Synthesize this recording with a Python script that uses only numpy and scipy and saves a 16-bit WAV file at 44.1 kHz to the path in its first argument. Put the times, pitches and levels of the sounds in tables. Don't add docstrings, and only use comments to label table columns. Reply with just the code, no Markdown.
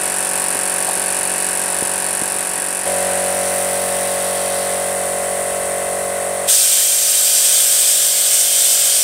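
import sys
import numpy as np
from scipy import signal
from scipy.fft import irfft
from scipy.io import wavfile
from scipy.ndimage import uniform_filter1d

SR = 44100
rng = np.random.default_rng(int(sys.argv[2]) if len(sys.argv) > 2 else 0)


def output_pcm(signal):
    pcm = np.clip(np.atleast_2d(signal).T, -1, 1) * 32767
    wavfile.write(sys.argv[1], SR, np.round(pcm).astype(np.int16))


N = 398223

TURNS_PER_S = 46.8
CUT_S, DUCK_S = 2.853, 6.47

# centre_hz, width_hz, boost_db
CASING_EQ = [(1570, 520, 6), (2650, 130, 2.5), (1920, 100, 3.5), (4440, 290, 2), (5500, 360, 2.5),
             (7070, 1600, -5.5), (7320, 270, -12), (11600, 460, -22), (13500, 480, -1)]

def compressor(gains, lag, harmonics, air, hum_delay_turns, spread, jitter_s, wet, puff_db):
    turns = TURNS_PER_S * np.arange(N) / SR - uniform_filter1d(automation(lag), 20000, mode="nearest")
    clatter = valve_clatter(turns, jitter_s)
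    clatter = evened(clatter + wet * reflections(clatter, t60_s=.22))
    puffs = gain_of(puff_db * np.cos(2 * np.pi * (turns - .35)))
    rush = puffs * noise(air, CASING_EQ, patchy_db=.5, flicker_db=-.06)
    rush = evened(rush + .3 * reflections(rush, t60_s=.05))
    hum = piston_hum(turns, harmonics, hum_delay_turns, spread)
    hum_gain, valve_gain, air_gain = gains
    return hum_gain * hum + valve_gain * clatter + air_gain * rush


def piston_hum(turns, harmonics, delay_turns, spread):
    multiple, level_db = np.transpose(harmonics)
    spectrum = np.zeros(1025, complex)
    spectrum[multiple.astype(int)] = gain_of(level_db) * np.exp(-1j * np.pi * spread * multiple ** 2)
    stroke = evened(irfft(spectrum))
    waver_db = .2 * np.interp(turns, np.arange(-1, 430), rng.standard_normal(431))
    position = (turns - delay_turns) % 1 * 2048
    return gain_of(waver_db) * np.interp(position, np.arange(2049), np.r_[stroke, stroke[0]])


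# start_turns, level_db, tilt_db_per_khz, reed_db
VALVE_SLAPS = [(0, -1.5, -.7, 0), (.066, -4, 2, -8), (.1, -9, -1.5, -14), (.14, -14, 0, -12),
               (.21, -14, 0, -11), (.285, -10, 1, -12), (.325, -13, 1, -15), (.36, -9, -1, -12),
               (.405, -11, 1, -16), (.445, -14, 0, -16), (.485, -10, -1, -14), (.61, -15, 0, -17),
               (.69, -17, 0, -18), (.81, -19, 0, -18)]
# pitch_hz, width_hz, level_db
HEAD_MODES = [(7000, 400, -12), (7750, 330, -2), (8050, 330, -2), (8500, 350, -3), (8900, 330, -1),
              (9250, 300, 0.1), (9650, 350, -3), (10050, 330, -1), (10450, 350, -3), (10850, 350, -5),
              (11300, 400, -10), (7770, 70, -20), (8050, 70, -20), (8950, 70, -19), (9210, 70, -18),
              (9360, 70, -19), (10060, 70, -19)]

def valve_clatter(turns, jitter_s):
    out, taps = np.zeros(N), np.arange(-8, 9)
    scatter = rng.standard_normal((len(VALVE_SLAPS), 424, 2))
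    spots = rng.random((len(VALVE_SLAPS), len(HEAD_MODES)))
    reed = ring(hz=13700, width_hz=540, level_db=-6.5)
    for (start_turns, level_db, tilt, reed_db), draws, spot in zip(VALVE_SLAPS, scatter, spots):
        at = np.interp(np.arange(-1, 423) + start_turns, turns, np.arange(N), -50, -50)
        at += jitter_s * SR * draws[:, 0]
        index = np.round(at).astype(int)[:, None] + taps
        clicks = np.sinc(index - at[:, None]) * np.hanning(19)[1:-1] * gain_of(draws[:, 1:])
        inside = (index >= 0) & (index < N)
        strikes = np.bincount(index[inside], clicks[inside], N)
        head = sum(ring(hz, width_hz, mode_db + level_db + tilt * (hz / 1000 - 9), phase)
                   for (hz, width_hz, mode_db), phase in zip(HEAD_MODES, spot))
        out += signal.oaconvolve(strikes, head + gain_of(reed_db) * reed)[:N]
    return evened(out)


def ring(hz, width_hz, level_db, phase_turns=0):
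    t = np.arange(1200) / SR
    attack = 1 - np.exp(-(t / .0002) ** 2)
    decay = np.exp(-np.pi * width_hz * t)
    return gain_of(level_db) * attack * decay * np.sin(2 * np.pi * (hz * t + phase_turns))


# time_s, lag_turns
NEAR_DRIFT = [(0, .613), (2.86, .632), (4.2, .634), (5, .63), (6.5, .603)]
# turn_rate_multiple, level_db
NEAR_HARMONICS = [(1, -24.5), (2, -13), (3, -21), (4, -3.5), (5, -16.5), (6, -9), (7, -7.5), (8, -3.5),
                  (9, -2.5), (10, -17), (11, -3.5), (12, 3), (13, -3), (14, -1), (15, -8), (16, 3.5),
                  (17, -20), (18, -5.5), (19, -4), (20, -1), (21, -4), (22, -12), (23, -7.5), (24, -4),
                  (25, -22), (26, -33), (27, -20.5), (28, -17), (29, -9), (30, -21.5), (31, -11), (32, -5),
                  (33, -12), (34, -8), (35, -6), (36, -7), (37, -8), (38, -5), (39, -19), (40, -14),
                  (41, -9.5), (42, -12), (43, -13), (44, -18), (45, -20), (46, -22), (47, -33), (48, -26),
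                  (49, -31), (50, -12), (51, -23), (52, -10), (53, -6), (54, -19), (55, -9), (56, -5.5),
                  (57, -11), (58, -31), (59, -26), (60, -21), (61, -15), (62, -8), (63, -19)]
# frequency_hz, level_db
NEAR_AIR_COLOUR = [(24, -40), (40, -38), (85, -14), (136, -16), (183, -10.5), (462, -7), (564, -4),
                   (1220, -7), (2590, -6.5), (3400, -10), (6350, -7.5), (9010, 0), (12200, -16.5),
                   (13800, -19), (15600, -29)]
# time_s, gain_db
NEAR_WAVER = [(0, 0.6), (1.2, 0.76), (2, .3), (2.86, -1.7)]

def near_compressor(silent_s=7.03):
    fade = np.clip(1 - since(CUT_S) / (silent_s - CUT_S), 0, 1)
    gains = [gain_of(level_db + automation(NEAR_WAVER)) * fade ** steepness
             for level_db, steepness in [(-27.5, 2), (-21.5, .81), (-26.5, 1.03)]]
    return compressor(gains, NEAR_DRIFT, NEAR_HARMONICS, NEAR_AIR_COLOUR,
                      hum_delay_turns=.7, spread=-.125, jitter_s=.000013, wet=.22, puff_db=1.5)


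# time_s, lag_turns
FAR_DRIFT = [(0, .15), (2.86, .15), (4.4, .13), (5.2, .14), (6, .178), (7, .255), (8, .29), (9.1, .308)]
# turn_rate_multiple, level_db
FAR_HARMONICS = [(1, -35), (2, -18), (3, -26), (4, -12), (5, -21.5), (6, -29), (7, -19), (8, -12.5),
                 (9, -7.5), (10, -6.5), (11, -12), (12, 3), (13, -1), (14, -7), (15, -1), (16, -5.5),
                 (17, -17.5), (18, -34), (19, -14.5), (20, -22), (21, -14), (22, -20.5), (23, -11.5),
                 (24, -15), (25, -36), (26, -22), (27, -30), (28, -17.5), (29, -31), (30, -21), (31, -31),
                 (32, -29), (33, -19.5), (34, -26), (35, -36), (36, -38.5), (37, -42), (38, -31), (39, -27),
                 (40, -17), (41, -18.5), (42, -28), (43, -13.5), (44, -13.5)]
# frequency_hz, level_db
FAR_AIR_COLOUR = [(24, -44), (40, -44), (85, -33.5), (136, -23), (183, -15), (280, -24), (510, -5.5),
                  (564, -7), (706, -5.5), (841, -12.5), (1900, -13), (2020, -8), (2150, -12.5),
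                  (5200, -19.5), (9010, -3.5), (15600, -28)]

def far_compressor(sag_db_per_s=-.07):
    sag_db = sag_db_per_s * np.minimum(since(CUT_S), DUCK_S - CUT_S)
    gains = [fade_in(CUT_S, rise_s=.006) * gain_of(level_db + sag_db) * duck(depth_db)
             for level_db, depth_db in [(-22, -11.5), (-29.5, -10), (-27, -14)]]
    return compressor(gains, FAR_DRIFT, FAR_HARMONICS, FAR_AIR_COLOUR,
                      hum_delay_turns=.011, spread=.1, jitter_s=.00003, wet=1., puff_db=0.)


# frequency_hz, level_db
JET_COLOUR = [(180, -71), (300, -34), (411, -42), (518, -41), (544, -23), (721, -22), (836, -31.5),
              (1590, -15), (1820, -18.5), (3190, -11), (6830, -9), (8610, 2), (10500, -10), (13200, -14),
              (15600, -16.5)]
# centre_hz, width_hz, boost_db
JET_EQ = [(2800, 83, -3.5), (3120, 540, 3), (3400, 130, -2), (3590, 200, 2.5), (3700, 100, -1.5),
          (4070, 110, -3), (4920, 150, 3), (5580, 170, 3.5), (5960, 81, 8.5), (6500, 150, 5),
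          (7400, 490, 3.5), (8300, 320, 0), (9400, 89, 0.5), (13200, 1200, 7)]
# centre_s, width_s, gain_db
JET_LEVEL_DIPS = [(6.97, 0.17, -1.5), (8.14, 0.16, -1.5), (8.5, 0.064, -1.1), (9.03, 0.27, -.9)]

def air_jet(open_s=6.465, level_db=-12.6, spit_s=.035, sway_hz=.2534, wet=.33):
    t, age = np.arange(N) / SR, since(open_s)
    overshoot_db = 3.5 * np.exp(-age / .06)
    dips_db = sum(db * np.exp(-((t - s) / width_s) ** 2) for s, width_s, db in JET_LEVEL_DIPS)
    envelope = fade_in(open_s, rise_s=.024) ** 2 * gain_of(level_db + overshoot_db + dips_db)
    hiss = noise(JET_COLOUR, JET_EQ, patchy_db=.9, flicker_db=.4)
    lower_db = np.where(age < spit_s, 3.5, -.5 * np.exp(-(age - spit_s) / .25))
    lower_gain = gain_of(uniform_filter1d(lower_db, 400))
    hiss = envelope * (hiss + (lower_gain - 1) * filtered(hiss, "lowpass", 5500, order=3))
    sway = 2 * np.pi * sway_hz * t
    echoes = np.cos(sway) * reflections(hiss, t60_s=.072) + np.sin(sway) * reflections(hiss, t60_s=.092)
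    return (hiss + wet * np.std(hiss) * evened(echoes)) / np.sqrt(1 + wet ** 2)


# start_s, level_db, pitch_hz, t60_s
TUBE_BUMPS = [(0.554, -11.5, 330, 0.01), (.884, -13, 770, 0.022), (.895, -12, 844, .02),
              (0.969, -15.5, 390, 0.03), (.987, -19, 560, .03), (1.201, -24, 420, .012),
              (1.824, -3.5, 376, 0.01), (2.219, -10, 298, 0.016), (2.357, -14, 500, .012),
              (2.588, -16, 400, 0.018), (2.62, -23, 500, 0.022)]

def tube_bumps():
    out, t = np.zeros(N), np.arange(3000) / SR
    for start_s, level_db, pitch_hz, t60_s in TUBE_BUMPS:
        envelope = np.minimum(4 * pitch_hz * t, 1) * gain_of(level_db - 60 * t / t60_s)
        out[round(start_s * SR):][:len(t)] += envelope * np.sin(2 * np.pi * pitch_hz * t)
    return filtered(out, "highpass", 110, order=1)


# frequency_hz, level_db
WHISTLE_COLOUR = [(2800, -38), (3080, -7), (3200, 4), (3320, -12), (3480, -19), (3580, 3), (3660, -16),
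                  (4000, -40)]

def nozzle_whistles(level_db=-32.5):
    return gain_of(level_db) * fade_in(start_s=7.2, rise_s=.27) * noise(WHISTLE_COLOUR, patchy_db=2.5)


# frequency_hz, level_db
BODY_COLOUR = [(1200, -40), (2500, -1.5), (4000, 0.5), (5400, -3.5), (6000, 1), (6600, -15), (9000, -40)]
TOP_COLOUR = [(9000, -40), (11500, -10), (13000, 7), (15500, 0), (16500, -14)]
MID_COLOUR = [(5000, -40), (5700, -4), (6000, 0.1), (6300, -4), (7000, -40)]

def hiss_swells():
    body = swell(4.6, -34, rise_db_per_s=5, fall_db_per_s=32) * noise(BODY_COLOUR, patchy_db=1.5)
    top = swell(3.55, -35.5, rise_db_per_s=30, fall_db_per_s=4) * noise(TOP_COLOUR, patchy_db=.3)
    mid = swell(3.5, -38, rise_db_per_s=40, fall_db_per_s=50) * noise(MID_COLOUR, patchy_db=.8)
    return (since(CUT_S) > 0) * (body + top + mid)


def distant_drone(peak_s=5.6, pitch_hz=62, climb_hz_per_s=7):
    hz = pitch_hz + climb_hz_per_s * np.clip(np.arange(N) / SR - peak_s, -2, 1)
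    phase = 2 * np.pi * np.cumsum(hz) / SR
    wander = filtered(rng.standard_normal((N, 2)).T, "lowpass", 7, order=2)
    rumble = evened(wander[0] * np.cos(phase) + wander[1] * np.sin(phase))
    envelope = fade_in(start_s=4.45, rise_s=.15) * swell(peak_s, -53.5, rise_db_per_s=3, fall_db_per_s=5)
    return envelope * duck(depth_db=-12) * rumble


def reflections(x, t60_s):
    taps = np.zeros(6000)
    at = np.arange(60, 5980, 20) + rng.integers(0, 20, 296)
    taps[at] = rng.choice([-1., 1.], 296) * gain_of(-60 * at / SR / t60_s)
    return evened(signal.oaconvolve(x, taps)[:N])


def noise(colour, eq=(), patchy_db=1., flicker_db=-.1):
    frames, hz = N // 256 + 5, np.fft.rfftfreq(1024, 1 / SR)
    real, imaginary, patches = rng.standard_normal((frames, 513, 3)).T
    patches = evened(uniform_filter1d(uniform_filter1d(patches, 12, axis=0), 14, axis=1))
    flicker = evened(uniform_filter1d(rng.standard_normal(frames), 5))
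    point_hz, point_db = np.transpose(colour)
    colour_db = np.interp(np.log(hz + 1), np.log(point_hz + 1), point_db)
    for centre_hz, width_hz, boost_db in eq:
        colour_db += boost_db / (1 + (2 * (hz - centre_hz) / width_hz) ** 2)
    gain = gain_of(colour_db[:, None] + patchy_db * patches + flicker_db * flicker)
    return evened(signal.istft((real + 1j * imaginary) * gain, nperseg=1024, noverlap=768)[1][:N])


def swell(peak_s, peak_db, rise_db_per_s, fall_db_per_s):
    t = np.arange(N) / SR - peak_s
    return gain_of(peak_db + np.minimum(rise_db_per_s * t, -fall_db_per_s * t))


def duck(depth_db, tau_s=.039):
    return gain_of(depth_db * (1 - np.exp(-since(DUCK_S) / tau_s)))


def fade_in(start_s, rise_s):
    return np.minimum(since(start_s) / rise_s, 1)


def since(start_s):
    return np.maximum(np.arange(N) / SR - start_s, 0)


def automation(points):
    return np.interp(np.arange(N) / SR, *np.transpose(points))


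def filtered(x, kind, hz, order):
    return signal.sosfilt(signal.butter(order, hz, kind, fs=SR, output="sos"), x)


def gain_of(db):
    return 10 ** (np.asarray(db) / 20)


def evened(x):
    return x / np.sqrt(np.mean(x ** 2) + 1e-20)


def scene():
    mix = near_compressor() + far_compressor() + air_jet()
    mix += hiss_swells() + tube_bumps() + distant_drone() + nozzle_whistles()
    return np.tile(mix, (2, 1))


def record(dry, top_hz=15775):
    thinned = filtered(dry, "highpass", 35, order=2)
    lowpass = signal.firwin(2047, top_hz, window=("kaiser", 9), fs=SR)
    return signal.oaconvolve(thinned, lowpass[None], "same")


dry = scene()
out = record(dry)
output_pcm(out)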